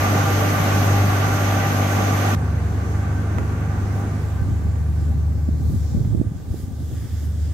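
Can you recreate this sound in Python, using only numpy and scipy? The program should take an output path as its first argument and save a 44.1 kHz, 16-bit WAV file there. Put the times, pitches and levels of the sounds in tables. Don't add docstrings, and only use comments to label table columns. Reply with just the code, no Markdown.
import sys
import numpy as np
from scipy import signal
from scipy.fft import rfft, irfft, next_fast_len
from scipy.io import wavfile
from scipy.ndimage import uniform_filter1d

SR = 44100
rng = np.random.default_rng(int(sys.argv[2]) if len(sys.argv) > 2 else 0)


def generate_wav(sig):
    pcm = np.round(np.clip(np.atleast_2d(sig).T, -1, 1) * 32767).astype(np.int16)
    wavfile.write(sys.argv[1], SR, pcm)


N = 332073
TIME = np.arange(N) / SR
FREQS = np.maximum(np.fft.rfftfreq(N, 1 / SR), 1)

SHAFT_HZ, EXHAUST_HZ = 49.77, 75.42
DECK_S = 2.3502
OPEN_S, OPEN_LENGTH_S = 4.37, 0.61

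# (frequency [Hz], correlation [0-1])
LIKENESS = [(60, .99), (130, 0.95), (290, 0.75), (640, 0.43), (1400, 0.11), (3000, 0)]


def undb(db):
    return 10 ** (np.asarray(db) / 20)


def pan(db):
    return undb(np.array([[db], [-db]]) / 2)


def bump(s, length):
    return np.exp(-((TIME - s) / length) ** 2)


def ramp(s, length):
    return np.clip((TIME - s) / length + .5, 0, 1)


def swelling(steady_db, swells):
    swell_power = sum((undb(db) * bump(s, length)) ** 2 for s, length, db in swells)
    return np.sqrt(undb(steady_db) ** 2 + swell_power)


def drift(rate):
    hold = int(SR / rate)
    held = np.repeat(rng.standard_normal(N // hold + 2), hold)
    smooth = uniform_filter1d(uniform_filter1d(held, hold), hold)[:N]
    return smooth / smooth.std()


def waver(depth_db, rate):
    return undb(depth_db * np.tanh(drift(rate)))


def rotation(hz, wander):
    return 2 * np.pi * np.cumsum(hz * (1 + wander * drift(5.94))) / SR


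def colour(points):
    hz, value = np.transpose(points)
    return np.interp(np.log(FREQS), np.log(hz), value)


def shape(x, db):
    size = next_fast_len(N)
    gain = np.interp(np.fft.rfftfreq(size, 1 / SR), FREQS, undb(db))
    return irfft(rfft(x, size) * gain, size)[..., :N]


def treble_of(x):
    return shape(x, -20 * np.log10(1 + (4000 / np.maximum(FREQS, 400)) ** 8))


def normalise(x, band_hz):
    sos = signal.butter(2, band_hz, "bandpass", fs=SR, output="sos")
    return x / np.std(signal.sosfilt(sos, x.mean(axis=0)))


def stereo_noise(likeness):
    likeness = np.broadcast_to(np.clip(likeness, 0, .999), FREQS.shape)
    mid = shape(rng.standard_normal(N), 10 * np.log10(1 + likeness))
    side = shape(rng.standard_normal(N), 10 * np.log10(1 - likeness))
    return np.array([mid + side, mid - side])


def flicker(x, rate, depth_db, bands):
    place = np.sqrt(FREQS / FREQS[-1]) * (bands - 1)
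    shares = (np.maximum(1 - abs(place - band), 1e-6) for band in range(bands))
    return sum(shape(x, 20 * np.log10(share)) * undb(depth_db * drift(rate)) for share in shares)


def distance_db(leaves_s=4.044, door_m=0.64, speed_m_s=1.46):
    walked_m = speed_m_s * np.maximum(TIME - leaves_s, 0)
    return -20 * np.log10(1 + walked_m / door_m)


def lull_db():
    # (time [s], half-width [s], depth [dB])
    lulls = [(6.49, 0.34, -13), (7.067, 0.037, -16)]
    return sum(db * bump(s, length) for s, length, db in lulls)


def surface_echo(air):
    closeness = ramp(5.83, .5)
    lag_s = np.interp(closeness, (0, 1), (0.435e-3, 0.593e-3))
    gain = np.interp(closeness, (0, 1), (0.092, 0.58))
    soft = shape(air, colour([(3500, -6.5), (6000, -14), (11000, -14)]))
    return gain * np.array([np.interp(TIME - lag_s, TIME, side) for side in soft])


def hiss():
    # (frequency [Hz], relative level [dB])
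    hiss_spectrum = [(400, 7.5), (1000, -12), (1700, -6), (2500, -4.5), (3600, 3), (5200, 4), (7500, 5.5),
                     (8700, 0), (9800, -10), (15500, -24)]
    # (frequency [Hz], relative level [dB])
    sheen_spectrum = [(6000, -7), (9500, -4.5), (11500, -4), (13400, -2), (15500, -5.5)]
    # (time [s], half-width [s], hiss level [dB], sheen level [dB])
    swishes = [(2.95, .35, -61, -70), (3.983, 0.078, -63, -57), (4.3, 0.41, -58, -70),
               (4.996, .08, -64, -64), (5.723, .1, -65, -56.5), (5.88, 0.25, -56, -62),
               (6.59, 0.086, -57, -55), (6.99, 0.19, -57.5, -58.5), (7.203, 0.14, -59, -57.5),
               (7.463, 0.11, -55, -68)]
    s, length, hiss_db, sheen_db = np.transpose(swishes)
    likeness = colour([(1500, 1.0), (5000, .1)])
    layers = (hiss_spectrum, -59.5, hiss_db), (sheen_spectrum, -61.5, sheen_db)
    air = 0
    for spectrum, steady_db, swish_db in layers:
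        layer = normalise(shape(stereo_noise(likeness), colour(spectrum)), (3000, 15500))
        air = air + layer * swelling(steady_db, zip(s, length, swish_db))
    air = flicker(air, rate=12, depth_db=1.5, bands=24)
    body = shape(air, colour([(800, -16), (1500, 11.5), (2800, 1), (5000, -34), (9000, -27)]))
    air = air + body * undb(-5.5) * ramp(6.85, .2)
    air = air * undb(-3.5 * bump(6.3, 0.1))
    return (air + surface_echo(air)) * pan(-2.4)


def ventilation(door_db=-38):
    # (frequency [Hz], relative level [dB])
    duct_spectrum = [(100, -23), (185, 4), (250, -6), (320, -1.5), (370, 0.5), (450, -2.5), (900, -16),
                     (3000, -53)]
    roar = shape(stereo_noise(0.99), colour(duct_spectrum))
    return roar / roar.std() * undb(door_db + 0.69 * distance_db())


def gear_ticks():
    # (time [s], peak before panning [dB])
    knocks = [(3.3845, -13.5), (4.757, -29), (5.322, -32), (6.049, -32)]
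    # (frequency [Hz], relative level [dB], time to fall 60 dB [s])
    modes = [(680, -7, .03), (950, 0, .014), (1250, -3, .018), (1950, -9, .024), (6100, -24, .015)]
    age = np.arange(SR // 10) / SR
    ring = sum(undb(db - 60 * age / t60) * np.sin(2 * np.pi * hz * age) for hz, db, t60 in modes)
    out = np.zeros((2, N))
    for s, peak_db in knocks:
        click = undb(-24) * rng.standard_normal(len(age)) * np.exp(-age / .004)
        tick = ring + click
        for side, lag_s in zip(out, (.0004, 0)):
            start = int((s + lag_s) * SR)
            side[start:start + len(age)] += undb(peak_db) * tick / abs(tick).max()
    return out * pan(-9)


def wind_gain(sheltered_db=-43, open_lift_db=8.5):
    # (time [s], half-width [s], level [dB])
    gusts = [(3.41, 0.049, -28), (4.5, 0.12, -30), (5.098, 0.11, -32.5), (5.607, 0.32, -29.5),
             (6.008, 0.086, -25), (6.16, .075, -24), (6.563, 0.15, -38.5), (6.972, 0.068, -33.5)]
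    return swelling(sheltered_db + open_lift_db * ramp(OPEN_S, OPEN_LENGTH_S), gusts)


def wind():
    # (frequency [Hz], relative level [dB])
    rumble_spectrum = [(25, -14), (45, -3.5), (70, 3.5), (120, 5), (170, -8), (260, -7), (400, -23),
                       (700, -33.5), (1500, -64), (4000, -73)]
    rumble = shape(stereo_noise(0.49), colour(rumble_spectrum))
    rumble = flicker(rumble, rate=40, depth_db=3.2, bands=12)
    puffs = np.array([waver(2.65, rate=45) for port in range(2)])
    return normalise(rumble * puffs, (115, 400)) * wind_gain()


def weak_eddies(count, over_wind_db=4.5, pitch_hz=180, spread_db=5):
    peak_db = 20 * np.log10(wind_gain()) + over_wind_db
    eddies = []
    for s in rng.uniform(DECK_S, TIME[-1], count):
        hz = pitch_hz * 2 ** rng.uniform(-0.67, 0.22)
        eddies.append((s, np.interp(s, TIME, peak_db), hz, spread_db * rng.uniform(-1, 1)))
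    return eddies


def buffets():
    # (time [s], level [dB], pitch [Hz], left minus right [dB])
    strong_eddies = [(4.422, -11, 98, -6), (5.49, -19.5, 222, -22), (5.949, -15.5, 186, 16),
                     (6.012, -11.5, 107, -5), (6.076, -12.5, 104, -2), (6.149, -15.5, 220, -18),
                     (6.200, -14.5, 148, -16), (6.215, -18, 240, -25.5), (6.319, -16, 122, 2),
                     (6.51, -14, 81, -2), (6.544, -21, 296, -8), (6.6, -27, 262, 0), (6.640, -15.5, 89, 0)]
    out = np.zeros((2, N))
    for s, db, hz, pan_db in strong_eddies + weak_eddies(count=16):
        near = abs(TIME - s) < .05
        cycles = (TIME[near] - s) * hz
        push = -np.sin(2 * np.pi * cycles + .5 * rng.standard_normal()) / np.cosh(cycles / 0.32)
        crest = np.exp(-(cycles / 0.34) ** 2)
        whirl = undb(-15) * crest * np.sin(2 * np.pi * (2.11 * cycles + rng.random()))
        out[:, near] += (push / abs(push).max() + whirl) * undb(db) * pan(pan_db)
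    return out


def generator(sheltered_db=-26.5, open_lift_db=3.5):
    reflected, node_s, node_gap_s = 0.26, 3.93, 2.76
    standing = abs(1 - reflected * np.exp(2j * np.pi * (TIME - node_s) / node_gap_s))
    level_db = sheltered_db + open_lift_db * ramp(OPEN_S, OPEN_LENGTH_S) + lull_db()
    port_phase = np.array([[.06], [-.06]])
    angle = rotation(EXHAUST_HZ, wander=0.00295) + port_phase
    drone = np.sin(angle) + undb(-15) * waver(3.3, rate=4) * np.sin(2 * angle)
    return np.sqrt(2) * drone * standing * undb(level_db) * waver(1.7, rate=24)


def motor_whine(angle):
    # (time [s], level [dB], half-width [s])
    swells = [(3.15, -43, 0.073), (4.41, -51, 0.04)]
    gain = sum(undb(db) * bump(s, length) for s, db, length in swells)
    return gain * np.sqrt(2) * np.sin(31 * angle + .4 * drift(25))


def pump_rush():
    # (frequency [Hz], relative level [dB])
    flow_spectrum = [(30, -24), (48, -5.5), (68, -5), (130, 1.5), (250, -2.5), (330, -5.5), (620, -5.5),
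                     (950, -11), (1320, -11.5), (2000, -12), (3800, -23), (7300, -28.5), (10000, -33.5),
                     (15500, -40.5)]
    # (frequency [Hz], width [Hz], lift [dB])
    resonances = [(736, 102, 5.5), (802.6, 41, 8), (1122, 84, 5), (1187, 48, 10.5), (1528, 38, 8),
                  (6220, 1020, 9), (12280, 1550, 16.5)]
    lift_db = sum(db / (1 + (2 * (FREQS - hz) / width) ** 2) for hz, width, db in resonances)
    rush = shape(stereo_noise(colour(LIKENESS)), colour(flow_spectrum) + lift_db)
    return normalise(flicker(rush, rate=30, depth_db=0.86, bands=14), (300, 3000))


def pump_harmonics(angle):
    # (pitch [x shaft rate], level [dB], waver depth [dB])
    harmonics = [(1, -43, 3), (3, -31, -1), (4, -33.5, -0.5), (5, -32, -2), (6, -32.5, 2.5), (8, -49, 7),
                 (12, -40.5, -5), (16, -42, 6), (24, -43, 4), (28, -38, 3.5), (29, -44, -3.5),
                 (31, -45.5, -1), (131.2, -50.5, 6.5)]
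    out = np.zeros((2, N))
    for order, db, waver_db in harmonics:
        order = round(2 * order) / 2
        width = 1 - np.interp(order * SHAFT_HZ, FREQS, colour(LIKENESS))
        phase = order * angle + 0.099 * drift(9)
        gain = undb(db) * waver(waver_db, rate=10)
        for side in out:
            side += gain * waver(3 * width, rate=6.06) * np.sin(phase + 0.42 * width * drift(3.23))
    return out


def pump_hum(angle):
    return np.sqrt(2) * np.sin(2 * angle)


def distant_pump(rush, harmonics, hum):
    # (frequency [Hz], relative gain [dB])
    doorway = [(50, 15.5), (150, 11), (300, 4.5), (600, -3.5), (950, 2), (1190, -1), (1550, 2),
               (2000, -1.5), (3200, -4.5), (6500, -0.5), (10000, 2), (12300, -7), (15500, -7)]
    far_db = distance_db()
    rush_db = -40 + far_db
    dull_db = -5 + .65 * far_db
    hum_db = -23.5 + 0.45 * far_db + lull_db()
    airborne = shape(rush + undb(23.5 + .5 * far_db) * harmonics, colour(doorway))
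    dulled = airborne + treble_of(airborne) * (undb(dull_db) - 1)
    return normalise(dulled, (700, 2000)) * undb(rush_db) * pan(-1.3) + hum * undb(hum_db)


def close_pump(rush, harmonics, hum):
    turned = ramp(.9, 0.38)
    body_db = -24.5 - 1.52 * turned
    treble_db = -38.5 - 2 * turned
    hum_db = -20.5 + 4.2 * bump(0.96, 0.15)
    treble = treble_of(rush)
    body = (rush - treble) * undb(body_db) * pan(-0.99)
    top = normalise(treble, (5000, 14000)) * undb(treble_db) * pan(-2.6)
    return body + top + harmonics + hum * undb(hum_db) * pan(0.79)


def scene():
    angle = rotation(SHAFT_HZ, wander=0.000635)
    pump = pump_rush(), pump_harmonics(angle), pump_hum(angle)
    machines = distant_pump(*pump) + motor_whine(angle) + generator() + ventilation()
    deck = machines + wind() + buffets() + hiss() + gear_ticks()
    return np.where(TIME < DECK_S, close_pump(*pump), deck)


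def record(dry, low_hz=30, top_hz=15650):
    low_cut = signal.butter(2, low_hz, "highpass", fs=SR, output="sos")
    high_cut = signal.ellip(10, .1, 80, top_hz, fs=SR, output="sos")
    return signal.sosfilt(high_cut, signal.sosfilt(low_cut, dry))


dry = scene()
out = record(dry)
generate_wav(out)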